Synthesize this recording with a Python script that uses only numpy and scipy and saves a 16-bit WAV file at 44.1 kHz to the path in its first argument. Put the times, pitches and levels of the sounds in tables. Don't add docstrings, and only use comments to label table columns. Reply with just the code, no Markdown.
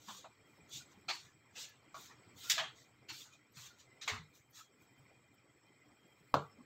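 import sys
import numpy as np
from scipy import signal
from scipy.fft import rfft, irfft, next_fast_len
from scipy.io import wavfile
from scipy.ndimage import uniform_filter1d, map_coordinates

SR = 44100
rng = np.random.default_rng(int(sys.argv[2]) if len(sys.argv) > 2 else 0)


def waveform_to_disk(signal):
    frames = np.transpose(np.atleast_2d(signal))
    scaled = np.clip(frames, -1, 1) * 32767
    samples = np.round(scaled).astype(np.int16)
    wavfile.write(sys.argv[1], SR, samples)


def level_to_linear(level):
    exponent = np.asarray(level, float) / 20
    return 10 ** exponent


N = 293265


def unit(x):
    return x / np.sqrt(np.mean(x ** 2) + 1e-20)


def along(points, hz):
    f, v = np.transpose(points)
    return np.interp(np.log(hz + 1), np.log(f + 1), v)


def filtered(x, response):
    m = next_fast_len(len(x) + 8192)
    return irfft(rfft(x, m) * response(np.fft.rfftfreq(m, 1 / SR)), m)[:len(x)]


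def coloured(x, spectrum):
    return unit(filtered(x, lambda hz: level_to_linear(along(spectrum, hz))))


def patchy(size, patchy_db, wide=4, long=5):
    z = signal.stft(rng.standard_normal(size + 512), nperseg=512)[2]
    field = uniform_filter1d(rng.standard_normal(z.shape), wide, axis=0)
    field = uniform_filter1d(field, long, axis=1)
    return signal.istft(z * level_to_linear(patchy_db * unit(field)), nperseg=512)[1][:size]


def wobble(rate):
    return map_coordinates(rng.standard_normal(int(N * rate / SR) + 4), [np.arange(N) * rate / SR])


# (time [s], level [dB], body [dB], brightness re level [dB], air pocket pitch [Hz])
FLAT_SLAPS = [
    (0.0839, -47, 8.5, -5, 3300),
    (0.2424, -49, 4.5, -21, 696),
    (1.943, -47, 7.5, -2, 1390),
    (2.092, -58, 3.5, -17, 1820),
    (2.4974, -21.5, -23, 4, 3800),
    (2.579, -24, -7, -11, 3220),
    (4.0764, -24.5, -8.5, -7.5, 2160),
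    (4.5876, -59, 4, -10, 1280),
    (6.586, -68, 14.5, -12, 794),
]
ROLLED_SLAPS = [
    (1.0818, -24.5, -6.5, -6, 4420),
    (3.0842, -32, -12, -5.5, 4450),
]
BRUSHED_SLAPS = [
    (1.554, -40.5, -11, -2, 2670),
    (3.5635, -46.5, -4, -12.5, 4420),
    (4.0116, -39, -13, 1, 3860),
]
# (rise [s], time to fall 60 dB [s])
LANDING_WAYS = [(0.00082, 0.26), (0.011, 0.22), (0.0054, 0.51)]
# (multiple of its pitch, level [dB])
AIR_POCKET = [(0.532, -3.5), (1, 5.5), (1.8, -30)]
# (frequency [Hz], level [dB])
SOLE_BODY = [(100, -39), (250, -22), (480, -5), (750, 5.5), (1150, 8)]


def slaps():
    pocket_q = 7
    out, t = np.zeros(N + SR), np.arange(SR // 2) / SR
    clap = 1 + 1.1 * np.exp(-(t / 0.035) ** 8) + 0.6 * np.exp(-t / 0.005)
    landings = []
    for rows, way in zip((FLAT_SLAPS, ROLLED_SLAPS, BRUSHED_SLAPS), LANDING_WAYS):
        landings += [(*row, *way) for row in rows]
    for s, db, body_db, bright_db, pocket_hz, rise, t60 in landings:
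        body = [(hz, level + body_db) for hz, level in SOLE_BODY]
        treble = [(5000, 0), (7400, -2.5), (9300, -24.5), (11700, -23.5), (12300, -17.5), (16000, -17.5)]
        colour = body + [(1700, -2), (4300, -3)] + [(hz, bright_db + level) for hz, level in treble]

        def response(hz):
            bumps = 0
            for multiple, level in AIR_POCKET:
                offset = 2 * pocket_q * (hz / (multiple * pocket_hz) - 1)
                bumps = bumps + level_to_linear(level - 1.5) / (1 + offset ** 2) ** 1.38
            return level_to_linear(along(colour, hz)) + bumps * level_to_linear(max(body_db, 0))

        noise = filtered(unit(patchy(len(t), patchy_db=2.5, wide=2, long=9)), response)
        fall = level_to_linear(-60 * (t / t60) ** 1.714) * (1 - np.exp(-t / rise))
        noise += (level_to_linear(-60 * t / 1.45) - 1) * filtered(noise, lambda hz: hz > 4600)
        out[round(s * SR):][:len(t)] += level_to_linear(db - 10) * clap * fall * noise
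    return out[:N]


def gritty(density, size):
    grains = (rng.random(N) < density / SR) * size * rng.standard_normal(N)
    return patchy(N, patchy_db=2.8, wide=3, long=6) + grains


# (time of full pressure [s], held [s], hiss level [dB], rasp re hiss [dB], air re hiss [dB])
STROKES = [(0.0, 0.11, -66.5, -7.5, -4), (0.087, 0.099, -57, -15, -4.5), (0.235, 0.0069, -73, -20, -20),
           (0.47, .11, -80, 3, 2), (0.734, 0.045, -50, -23, -6), (0.918, 0.0067, -71, 4.5, -6),
           (1.134, 0.012, -53, -17, -9.5), (1.19, 0.084, -66.5, -2.5, -9), (1.59, 0.041, -49, -15, -6),
           (1.973, .09, -58.5, -10, -2), (2.112, 0.0048, -77, 12, -26), (2.385, .02, -59.5, -24, 2.5),
           (2.442, 0.089, -52, -13.5, -2.5), (2.63, 0.0088, -60, 9, -11), (2.768, 0.063, -66, -23, -7.5),
           (3.129, 0.093, -55, -17, -2), (3.262, 0.0081, -73, 7, -18), (3.336, 0.0045, -66.5, -8, -11),
           (3.574, 0.095, -56.5, -11, -3), (3.802, 0.0033, -63, -3, -9), (4.354, 0.013, -64.5, -10, 0),
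           (4.101, 0.05, -60, 9, -7), (4.558, 0.04, -57, -7.5, -3.5), (4.82, 0.0069, -73.5, 7.5, 5)]
PRESS_RATES = [458, 410, 591]
LIFT_RATES = [230.5, 202, 332.5]
# (frequency [Hz], level [dB])
SOLE_HISS = [(300, -54), (2600, -3.5), (3600, 4), (5000, -1), (7200, 2), (8300, -5.5), (9500, -23.5),
             (11500, -18.5), (12500, -52.5)]
# (frequency [Hz], level [dB])
SOLE_RASP = [(500, -19.5), (1100, 2.5), (1500, 1.5), (2600, -5.5), (3400, -34)]
# (frequency [Hz], level [dB])
AIRY_TOP = [(8000, -51), (9500, -13), (11700, -15), (12300, -4.5), (15500, -5.5)]


def scuffs():
    gains, t = np.zeros((3, N)), np.arange(N) / SR
    for s, held, hiss_db, rasp_db, air_db in STROKES:
        press_db = np.outer(PRESS_RATES, np.maximum(s - t, 0))
        lift_db = np.outer(LIFT_RATES, np.maximum(t - s - held, 0))
        parts_db = hiss_db + np.array([[0], [rasp_db], [air_db - 6]])
        gains += level_to_linear(parts_db - press_db - lift_db)
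    hiss, rasp, air = uniform_filter1d(gains, size=300, axis=1)
    grit = gritty(density=900, size=3)
    drag = hiss * coloured(grit, SOLE_HISS) + rasp * coloured(grit, SOLE_RASP)
    return drag, air * coloured(rng.standard_normal(N), AIRY_TOP)


# (time [s], length [s], pitch [Hz], level
# [dB])
CHIRPS = [(0.798, 0.042, 1466, -66), (1.253, 0.084, 1720, -72), (1.664, 0.078, 1727, -66.5),
          (2.418, 0.094, 1394, -59.5), (3.312, 0.054, 2453, -64.5), (3.703, 0.075, 1430, -66),
          (4.586, 0.041, 1306, -56.5), (0.597, 0.05, 2380, -70.5), (3.867, 0.15, 2040, -66.5),
          (4.597, 0.091, 3290, -72), (5.96, 0.2, 3210, -75), (6.524, 0.025, 5340, -72),
          (6.574, 0.05, 240, -59.5), (2.096, 0.034, 1824, -61.5), (3.08, 0.058, 341, -60.5),
          (1.554, 0.054, 510, -63), (2.57, 0.078, 671, -50)]


def squeaks():
    out, t = np.zeros(N), np.arange(N) / SR
    noise = rng.standard_normal(N)
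    for s, length, hz, db in CHIRPS:
        note = unit(filtered(noise, lambda f: 1 / (1 + ((f - hz) / 70) ** 2) ** 2))
        swell = np.sin(np.pi * np.clip((t - s) / length, 0, 1)) ** 0.34
        out += level_to_linear(db) * swell * note
    return out


# (time [s], level [dB], pitch [Hz])
FLOOR_THUDS = [(0.076, -49.5, 194), (0.74, -50.5, 122.5), (1.088, -52.5, 361), (1.937, -59, 127),
               (2.598, -54, 158), (2.675, -56.5, 132), (3.114, -53, 125), (3.568, -50.5, 130.3),
               (4.091, -45.5, 430), (4.119, -39.5, 94), (4.128, -49, 213), (4.189, -45.5, 145),
               (4.994, -54, 118)]


def thuds():
    out, t = np.zeros(N + SR), np.arange(SR // 2) / SR
    for s, db, hz in FLOOR_THUDS:
        drift = np.cumsum(uniform_filter1d(rng.standard_normal(len(t)), size=600)) * 0.057
        swell = level_to_linear(db - 2 - 60 * (t / 0.32) ** 0.84) * (1 - np.exp(-t / 0.0044))
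        out[round(s * SR):][:len(t)] += swell * np.sin(2 * np.pi * hz * t + drift)
    return out[:N]


def ring(modes, t, attack):
    tones = sum(level_to_linear(db - 60 * t / t60) * np.sin(2 * np.pi * hz * t) for hz, db, t60 in modes)
    return tones * (1 - np.exp(-t / attack))


# (time [s], level [dB])
CARTON_BLOW = [
    (6.341, -18.5),
]
# (frequency [Hz], level [dB], time to fall 60 dB [s])
CARTON_MODES = [(1062, 19, 0.0093), (628, 6.5, 0.013), (913, 2, 0.029), (1512, -7, 0.028),
                (3600, -9, 0.011), (4420, -21, 0.0083)]
# (frequency [Hz], level [dB], time to fall 60 dB [s])
COUNTER_MODES = [(145, 0, 0.24), (295, 9.5, 0.047), (444.7, -6.5, 0.31), (575, 0.5, 0.17),
                 (1238, -19, 0.45), (1144, -11, 2.8), (1358, -34, 1.3)]
# (frequency [Hz], level [dB])
WALL_TAIL = [(50, -40), (100, 1), (150, 1), (250, -16), (600, -6.5), (900, -10), (1350, -5.5), (1800, -30),
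             (4300, -27), (5200, -40.5), (7400, -35.5), (9000, -56), (15500, -52)]
# (frequency [Hz], level [dB])
IMPACT_CRACK = [(1200, -41), (2500, 8), (5000, 5), (8000, -10), (10000, -20.5), (16400, -13)]


def knock():
    out, t = np.zeros(N + SR), np.arange(SR // 2) / SR
    s, db = CARTON_BLOW[0]
    blow = ring(CARTON_MODES, t, attack=0.0031)
    rock = level_to_linear(-9) * np.roll(blow, round(0.0062 * SR))
    counter = [(hz, level, min(t60, 0.4)) for hz, level, t60 in COUNTER_MODES]
    board = level_to_linear(-17.5) * ring(counter, t, attack=0.001)
    walls = level_to_linear(-15 - 60 * (t / 0.24) ** 1.19) * (1 - np.exp(-t / 0.0012))
    walls = walls * coloured(patchy(len(t), patchy_db=2.0, wide=2, long=6), WALL_TAIL)
    crack = level_to_linear(-19 - 60 * t / 0.044) * coloured(rng.standard_normal(len(t)), IMPACT_CRACK)
    out[round(s * SR):][:len(t)] = level_to_linear(db + 2.5) * (blow + rock + board + walls + crack)
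    return out[:N]


# (frequency [Hz], level [dB])
ROOM_HUM = [(25, -50), (90, -7.5), (400, -10), (600, -15.5), (1400, -18), (2600, -26.5), (5000, -29.5),
            (6000, -39.5), (8300, -36), (9300, -67), (11500, -52), (12300, -40), (16000, -44)]
POT_PITCHES = [124, 297, 1340, 2060, 2395, 3137, 3254, 4362, 5308, 5572, 6680, 7190, 7730, 8050, 8800]
# (width [Hz], level [dB])
POT_RESONANCES = [(31.1, -1), (39.4, -6.5), (74.3, -14), (256.5, -11), (107, -8.5), (27, -10),
                  (19.9, -11.5), (39.3, -21), (78.5, -15.5), (70, -19), (38.28, -20), (124, -26),
                  (180, -12.5), (195, -24.5), (103, -37.5)]
# (time [s], level [dB])
AIRY_BURSTS = [(0.0487, -61), (0.1426, -55), (0.6918, -55), (0.7317, -58.5), (1.0945, -56), (1.1538, -51),
               (1.5594, -52), (1.6896, -51), (1.9495, -55), (2.0078, -49.5), (2.3764, -61), (2.5007, -22),
               (3.0934, -48), (3.5224, -59.5), (3.5728, -65), (3.7858, -56), (4.0223, -70), (4.06, -49.5),
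               (4.3515, -72), (4.5077, -52.5), (4.986, -63.5), (5.342, -58.5)]


def kitchen():
    t = np.arange(N) / SR
    hum_db = -70.3 + 2.17 * wobble(2.638)
    steam_db = -88 + 7 * wobble(2.8)
    hum = level_to_linear(-0.5) * coloured(patchy(N, patchy_db=3.5), ROOM_HUM)

    def wall(f):
        power = 0
        for centre, (width, db) in zip(POT_PITCHES, POT_RESONANCES):
            power = power + level_to_linear(2 * db) / (1 + (2 * (f - centre) / width) ** 2) ** 1.48
        return np.sqrt(power)

    pot = level_to_linear(-1.5) * unit(filtered(patchy(N, patchy_db=4.0, wide=3, long=4), wall))
    steam = level_to_linear(steam_db - 5)
    for s, db in AIRY_BURSTS:
        steam = steam + level_to_linear(db - 13) * np.exp(-np.abs(t - s - 0.004) / 0.0056)
    return level_to_linear(hum_db + 1) * (hum + pot) + steam * coloured(patchy(N, patchy_db=-6.5), AIRY_TOP)


def let_through(moving, steady, strength):
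    z = signal.stft(moving, nperseg=1024, noverlap=768)[2]
    floor = np.mean(np.abs(signal.stft(steady, nperseg=1024)[2]) ** 2, axis=1, keepdims=True)
    power = uniform_filter1d(np.abs(z) ** 2, size=5, axis=0)
    power = np.abs(uniform_filter1d(power, size=4, axis=1))
    gain = power / (power + strength * uniform_filter1d(floor, size=15, axis=0))
    return signal.istft(z * gain, nperseg=1024, noverlap=768)[1][:N]


def scene():
    room = kitchen()
    drag, air = scuffs()
    steps = let_through(drag + squeaks() + slaps(), room, strength=6)
    low = filtered(room + steps + air + thuds(), lambda hz: hz < 15760)
    blow = let_through(knock(), room, strength=1.6)
    blow = filtered(blow, lambda hz: (hz < 16400) * hz ** 2 / (hz ** 2 + 70 ** 2))
    return (low + blow)[None]


def top_cut(x):
    return signal.sosfilt(signal.butter(12, 16460, fs=SR, output="sos"), x)


def record(dry):
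    return top_cut(dry)


dry = scene()
out = record(dry)
waveform_to_disk(out)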